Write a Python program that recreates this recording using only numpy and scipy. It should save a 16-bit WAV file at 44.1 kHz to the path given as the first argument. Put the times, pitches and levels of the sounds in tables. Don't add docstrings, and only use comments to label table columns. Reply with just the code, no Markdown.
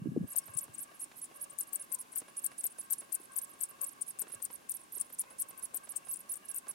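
import sys
import numpy as np
from scipy import signal
from scipy.fft import rfft, irfft, next_fast_len
from scipy.io import wavfile
from scipy.ndimage import map_coordinates

SR = 44100
rng = np.random.default_rng(int(sys.argv[2]) if len(sys.argv) > 2 else 0)


def wrap_up_sound(samples):
    columns = np.atleast_2d(samples).T
    tamed = np.clip(columns, -1, 1)
    steps = np.round(tamed * 32767).astype(np.int16)
    wavfile.write(sys.argv[1], SR, steps)


N = 297389
CUT_S = 0.268

# start in seconds, nominal level
# in dB, starting frequency in Hz, left-right level in dB.
THUMPS = [(0.017, -32, 168, -7), (0.057, -26, 277, -9.5), (0.07, -26.5, 278, -11), (0.085, -25, 166, -1),
          (0.117, -32.5, 232, 13), (0.163, -22, 390, -3), (0.173, -20, 276, 10), (0.208, -22.5, 196, -3),
          (0.491, -45.5, 108, 3), (0.552, -43, 139, 11), (0.689, -49, 110, 7), (3.2, -46, 340, 0.1),
          (4.352, -53, 110, 5)]
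# nominal centre in Hz, nominal width in Hz, relative level in dB.
MOTOR_BANDS = [(556, 120, -4.5), (1095, 121, 4), (1585, 120, -2), (2195, 117, -9), (2685, 190, -6.5)]
# time in seconds, mean level of the whirr in dB.
MOTOR_EFFORT = [(0.0, -61.5), (0.32, -65), (0.64, -62.5), (1.03, -66.5), (1.6, -63), (3.15, -65),
                (3.6, -64.3), (4.47, -66.5), (4.73, -67.5), (5.5, -63.5), (6.14, -65.5), (6.74, -62.5)]
# start in seconds, nominal level in dB.
GEAR_TICKS = [(0.348, -45), (0.48, -46), (0.681, -48), (0.915, -48), (1.115, -47), (1.313, -45),
              (2.165, -45), (2.217, -45), (2.282, -46), (2.516, -46), (2.65, -45), (2.784, -46),
              (3.019, -47), (4.218, -46), (4.237, -48), (4.269, -45), (4.3, -47), (4.338, -49),
              (4.401, -49), (4.502, -42), (4.969, -46), (5.102, -48), (5.237, -48), (5.308, -49.5),
              (5.509, -49.5), (5.633, -48), (5.742, -48), (5.872, -49), (5.937, -49), (6.07, -46),
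              (6.669, -45)]
# frequency in Hz, relative density in dB per Hz.
AIR_SPECTRUM = [(30, -11), (90, -10.5), (240, -5.5), (380, -7.5), (470, -13.5), (720, -8.5), (4500, -21),
                (7900, -20.5), (9800, -17.5), (16000, -29)]
# frequency in Hz, left-right correlation from -1 to 1.
PORT_CORRELATION = [(290, 0.43), (560, -0.3), (1400, -0.57), (3000, 0.29)]

# top of the arch in seconds, top frequency in Hz, nominal level in dB, caller,
# and for some the extra length in ms.
CHIRPS = [(0.289, 12500, -55.5, "high"), (0.289, 11600, -53, "far"), (0.317, 11570, -47.5, "right", -1.3),
          (0.3254, 8400, -48, "small"), (0.3723, 12400, -27, "left"), (0.418, 11250, -60, "split"),
          (0.465, 11950, -52, "high"), (0.507, 11410, -56.5, "far"), (0.544, 10060, -46.5, "small"),
          (0.579, 11080, -28.5, "left", 1.9), (0.6235, 11900, -46.5, "right"), (0.641, 12150, -58, "high"),
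          (0.7464, 11300, -57.5, "far"), (0.7466, 8600, -47, "small"), (0.787, 10260, -40.5, "left"),
          (0.8158, 11470, -44.5, "right"), (0.8257, 12300, -51.5, "high"), (.957, 11350, -59.5, "far"),
          (1.0018, 9700, -46.5, "small"), (1.011, 11800, -50, "high"), (1.028, 11150, -43.5, "right"),
          (1.171, 11500, -55, "far"), (1.1754, 11900, -55.5, "high"), (1.1931, 12500, -54, "brief"),
          (1.2289, 11030, -44, "right"), (1.249, 10100, -48.5, "small"), (1.3548, 11460, -58, "far"),
          (1.3686, 11600, -54.5, "brief"), (1.4105, 11000, -57, "far"), (1.4262, 11300, -43, "right"),
          (1.5043, 9330, -50, "small"), (1.534, 11950, -60, "brief"), (1.5956, 12450, -31.5, "left", -1.5),
          (1.6176, 11170, -45.5, "right"), (1.679, 11560, -55.5, "high"), (1.7418, 12790, -32.5, "left"),
          (1.8092, 10850, -45, "right"), (1.844, 11500, -54, "brief"), (1.9093, 11100, -58, "far"),
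          (1.9327, 12520, -31, "left"), (2.0007, 10950, -44, "right", -1.5), (2.012, 12000, -55, "high"),
          (2.1274, 10860, -50, "small"), (2.1683, 12720, -32.5, "left"), (2.1868, 10900, -42.5, "right"),
          (2.292, 11000, -59.5, "far"), (2.3802, 10700, -42, "right"), (2.432, 11700, -54, "far"),
          (2.4519, 12220, -30, "left", -1.9), (2.523, 11200, -60.5, "far"),
          (2.5939, 10860, -41.5, "right", 1.5), (2.62, 12100, -61, "high"), (2.6511, 12750, -29.5, "left"),
          (2.71, 11100, -59, "far"), (2.714, 10500, -53, "small"), (2.7971, 10880, -42.5, "right"),
          (2.836, 11700, -56, "high"), (2.859, 10300, -60, "brief"), (2.9166, 12690, -28, "left"),
          (2.96, 11330, -60, "far"), (2.9941, 10830, -45, "right", -1.7), (3.038, 11200, -61, "far"),
          (3.1362, 12730, -30, "left"), (3.206, 11500, -58, "high"), (3.245, 11500, -55, "far"),
          (3.327, 11000, -54, "small"), (3.343, 12100, -62, "high"), (3.373, 12380, -30, "left"),
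          (3.4298, 11670, -44, "right"), (3.479, 7700, -57, "small"), (3.5044, 11700, -57, "far"),
          (3.54, 10300, -59.5, "brief"), (3.599, 11900, -61, "brief"), (3.621, 12610, -31, "left"),
          (3.6393, 11200, -47, "right", 2.1), (3.6968, 12130, -56, "high"), (3.701, 11500, -56, "far"),
          (3.8259, 12600, -32, "left", 3.4), (3.8765, 11530, -44, "right", -1.8),
          (3.9208, 11500, -56.5, "far"), (4.0181, 9740, -34.5, "left"), (4.0765, 11160, -51, "far"),
          (4.0938, 11500, -43, "right", -2.5), (4.2035, 12380, -32.5, "left", 2.5),
          (4.2943, 11550, -54.5, "far"), (4.3326, 11220, -42.5, "right"), (4.4356, 12500, -34, "left", 2.8),
          (4.5165, 11670, -55, "high"), (4.5426, 11450, -46, "right"), (4.704, 12400, -33, "left"),
          (4.7527, 11570, -42.5, "right", -2.3), (4.8054, 10930, -58, "far"), (4.839, 9600, -59.5, "brief"),
          (4.9304, 12170, -48, "high"), (4.965, 11530, -41.5, "right"), (5.0054, 10940, -31, "left"),
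          (5.058, 11100, -59.5, "far"), (5.103, 11600, -59.5, "brief"), (5.1337, 12100, -49.5, "high"),
          (5.1993, 10830, -39, "right"), (5.202, 11810, -34.5, "left"), (5.309, 10900, -55, "brief"),
          (5.3184, 11250, -59.5, "far"), (5.3985, 11030, -41.5, "right"), (5.4082, 12250, -31, "left"),
          (5.494, 12060, -50.5, "high"), (5.5869, 12200, -47.5, "quick"), (5.6393, 11140, -40, "right"),
          (5.755, 12600, -34, "left", 1.7), (5.847, 10920, -54, "far"), (5.9047, 11330, -42.5, "right"),
          (5.9654, 8950, -33, "left"), (5.968, 11620, -41, "quick"), (6.0615, 10900, -55.5, "far"),
          (6.099, 10900, -41, "right", 1.9), (6.1234, 12560, -35.5, "left", 3.2),
          (6.1657, 11020, -41.5, "quick"), (6.1984, 12000, -53, "high"),
          (6.3058, 10960, -38.5, "right", -2.2), (6.327, 12100, -37.5, "left"),
          (6.364, 11500, -43.5, "quick"), (6.4574, 11300, -54, "brief"), (6.4993, 11200, -40, "right"),
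          (6.5545, 12200, -40, "quick"), (6.5704, 12390, -36.5, "left"), (6.6965, 11170, -40.5, "right")]
CALLERS = {"left": (10, 1.08, .37, [(.3, 44), (2.7, 28), (3.15, 24), (3.9, 16), (4.4, 14), (5.5, 20),
           (6.7, 10)]), "right": (24.5, 1.01, .42, [(.3, -0.5), (.8, -5), (1.4, -5.5), (2.9, -5.5),
           (4.5, -12), (5.3, -7), (6.3, -19)]), "small": (16, 0.55, .43, [(.3, 5.6), (2.7, 9.1)]),
           "quick": (9.9, 0.85, .5, [(5.5, 22), (6.6, 13)]), "high": (17, 0.71, .33, [(.3, -9.5), (6, -3)]),
           "far": (20, 1, 0.48, [(.3, -13), (3, -23), (4.5, -9.5), (6, -7)]),
           "split": (29, .51, .06, [(.4, 12)]), "brief": (9.1, 0.67, 0.58, [(1, -6.5), (6, -5)])}
# centre in Hz, width in Hz, gain in dB.
HOUSING_SHADOW = [(9250, 250, 5.5), (10700, 700, -9)]
# frequency in Hz, left gain in dB, right gain in dB.
PORT_COLOUR = [(5470, -10.5, -3), (5910, -12.5, -8.5), (7770, -6, -10), (8680, 0.5, 2), (8740, -3, -2),
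               (10700, 0, -1.5), (11550, -1, -1.5), (12300, -8.5, 2.5), (18000, 4.5, -2.5)]
OCTAVE_BELOW_DB = {"split": 5.5}

SHADOW_FROM_DB = 8.5
LOW_HZ, FOOT_HZ = 8500, 6500
ROUND_UP, ROUND_DOWN = 0.289, 0.48
HALF_WINDOW = 1764
FRINGE_MS, LEAD_DB, TRAIL_DB = 4.6, -11.5, -7.5
HISS_BAND = signal.butter(1, [3500, 15500], "band", fs=SR)
TOP_HZ = 15900


def amp(db):
    return 10 ** (np.asarray(db) / 20)


def unit(x):
    return x / np.sqrt(np.mean(x ** 2) + 1e-20)


def along(points, hz, axis=1):
    cols = np.transpose(points)
    return np.interp(np.log(hz + 1), np.log(cols[0] + 1), cols[axis])


def wobble(rate, size=N):
    knots = rng.standard_normal(int(size * rate / SR) + 4)
    return map_coordinates(knots, [np.arange(size) * rate / SR])


def filtered(x, response):
    m = next_fast_len(N + 8192)
    return irfft(rfft(x, m) * response(np.fft.rfftfreq(m, 1 / SR)), m)[..., :N]


def add(track, s, sound):
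    part = track[:, max(round(s * SR), 0):][:, :sound.shape[1]]
    part += sound[:, :part.shape[1]]


def diffuse_noise(gain):
    def mid_side_gain(hz):
        angle = np.arccos(np.clip(along(PORT_CORRELATION, hz), -1, 1)) / 2
        return gain(hz) * np.array([np.cos(angle), np.sin(angle)])

    mid, side = filtered(rng.standard_normal((2, N)), mid_side_gain)
    return unit(np.array([mid + side, mid - side]))


def wind():
    thumps, t = np.zeros((2, N)), np.arange(SR // 20) / SR
    for s, db, hz, pan_db in THUMPS:
        swing = np.sin(2 * np.pi * hz * t * (1 - 3 * t) + rng.normal(0, 0.4, (2, 1)))
        envelope = (t * hz / 1.22) ** 2 * np.exp(2 - t * hz / 0.48)
        sides = amp(db + np.array([[pan_db], [-pan_db]]) / 2)
        add(thumps, s, sides * envelope * swing)
    flutter = unit(filtered(rng.standard_normal((2, N)), lambda f: f * f / (1 + (f / 170) ** 5)))
    gust_s = [0, 0.02, CUT_S - 0.02, CUT_S, 0.5, 0.7, 1.1]
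    gust_db = np.interp(np.arange(N) / SR, gust_s, [-52.5, -48, -44, -68, -70, -66, -96])
    gusts = amp(gust_db + 2.5 * wobble(30)) * flutter
    return filtered(thumps + gusts, lambda f: f ** 4 / (f ** 4 + 55 ** 4))


def whirr():
    def band(centre, width):
        return diffuse_noise(lambda f: (f * width / np.hypot(centre * centre - f * f, f * width)) ** 2)

    bands = unit(sum(amp(db + 1.6 * wobble(6)) * band(hz, width) for hz, width, db in MOTOR_BANDS))
    turned = np.clip(np.cumsum(1 + 0.025 * wobble(5)), 0, N - 1)
    bands = np.array([map_coordinates(side, [turned]) for side in bands])
    effort_db = np.interp(np.arange(N) / SR, *np.transpose(MOTOR_EFFORT))
    return amp(effort_db + 2.5 * wobble(30)) * bands


def gear_ticks():
    ticks, t = np.zeros((2, N)), np.arange(SR // 20) / SR
    small = [(CUT_S + a * N / SR, -59.5 + 6 * b) for a, b in rng.random((70, 2))]
    for s, db in [*GEAR_TICKS, *small]:
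        rattle = rng.standard_normal(len(t)) + 0.55 * rng.standard_normal((2, len(t)))
        upper_hz = 950 * 2 ** rng.normal(0, 0.45)
        housing = signal.butter(1, [250, upper_hz], "band", fs=SR)
        rattle = signal.lfilter(*housing, amp(-60 * t / 0.05) * rattle)
        add(ticks, s, amp(db - 1.8) * rattle / abs(rattle.mean(0)).max())
    return ticks


def air():
    return amp(-62.5) * diffuse_noise(lambda hz: amp(along(AIR_SPECTRUM, hz)))


def chirp(top_hz, rise_ms, fall_ms, db, pan_db, octave_below_db):
    ms = 1000 * np.arange(-HALF_WINDOW, HALF_WINDOW) / SR
    power = min(1 + (rise_ms + fall_ms) / 9.96, 4.2)
    roundness = np.where(ms < 0, ROUND_UP, ROUND_DOWN)

    def way_from_top(ms):
        return np.where(ms < 0, -ms / rise_ms, ms / fall_ms)

    def arch(way):
        drop = roundness * way ** 2 + (1 - roundness) * way ** power
        return np.maximum(top_hz - (top_hz - FOOT_HZ) * drop, 0)

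    way = way_from_top(ms)
    hz = arch(way)
    waver = amp(1.7 * wobble(400, size=len(ms)) - 0.6)
    strength = np.clip(hz / 4000 - 1.12, 0, 1) ** 1.25 * waver
    phase = 2 * np.pi * np.cumsum(hz) / SR
    phase = phase + np.tanh(pan_db / 6) * (hz - 7200) / 4500 * np.array([[1], [-1]])

    far_left = pan_db > SHADOW_FROM_DB
    shadow_db = far_left * sum(gain * np.exp(-((hz - c) / w) ** 2) for c, w, gain in HOUSING_SHADOW)
    octave_below = amp(octave_below_db) * np.clip(4 - 5 * way, 0, 1) * (ms > 0) * np.sin(phase / 2)
    voice = strength * amp(shadow_db) * (np.sin(phase) + octave_below)
    overtone = amp(-17) * (hz < SR / 4) * np.clip(hz / 3000 - 1.1, 0, 1) * np.sin(2 * phase)

    wide_hz = arch(way_from_top(np.sign(ms) * np.maximum(abs(ms) - FRINGE_MS, 0)))
    wide_phase = 2 * np.pi * np.cumsum(wide_hz) / SR
    fringe_db = np.where(ms < 0, LEAD_DB, TRAIL_DB) - 6 * (pan_db < SHADOW_FROM_DB)
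    fringe_db = fringe_db + 3.5 * wobble(1200, size=len(ms))
    fringe = amp(fringe_db) * np.exp(-((wide_hz - 9200) / 1500) ** 2) * np.sin(wide_phase)
    low_part = abs(wide_hz - 6500) < 2000
    fringe = fringe + amp(fringe_db - 14) * low_part * (np.sin(wide_phase) + np.sin(2 * wide_phase))

    hiss_gain = amp(-26 + 6 * np.minimum(way, 1)) * np.exp(-(way / 1.5) ** 6)
    hiss = hiss_gain * signal.lfilter(*HISS_BAND, rng.standard_normal(phase.shape))
    sides = amp(db + 7 + np.minimum([[pan_db], [-pan_db]], 0))
    return sides * (voice + overtone + fringe + hiss)


def call(s, top_hz, db, caller, extra_ms=0):
    short_ms, growth_ms, rising, place = CALLERS[caller]
    length_ms = short_ms + growth_ms * ((top_hz - LOW_HZ) / 1000) ** 2 + extra_ms
    pan_db = np.interp(s, *np.transpose(place))
    octave_below_db = OCTAVE_BELOW_DB.get(caller, -np.inf)
    return chirp(top_hz, rising * length_ms, (1 - rising) * length_ms, db, pan_db, octave_below_db)


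def scattered(direct):
    t = np.arange(SR // 5) / SR
    grass = np.zeros((2, N))
    for start in range(0, N, 8192):
        tail = rng.standard_normal((2, len(t))) * amp(-60 * t / 0.045)
        piece = direct[:, start:start + 8192].sum(0, keepdims=True)
        add(grass, start / SR, signal.fftconvolve(piece, tail / np.linalg.norm(tail[0]), axes=1))
    return grass


def colony():
    direct = np.zeros((2, N))
    for row in CHIRPS:
        add(direct, row[0] - HALF_WINDOW / SR, call(*row))
    heard = direct + amp(-13) * scattered(direct)
    return filtered(heard, lambda hz: amp([along(PORT_COLOUR, hz, axis=side) for side in (1, 2)]))


def scene():
    hill_db = -4 * (np.arange(N) / SR < CUT_S)
    return wind() + amp(hill_db) * (whirr() + gear_ticks() + air()) + colony()


def record(dry):
    return filtered(dry, lambda hz: (hz < TOP_HZ) * (0.27 + hz ** 2 / (hz ** 2 + 110 ** 2)))


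dry = scene()
out = record(dry)
wrap_up_sound(out)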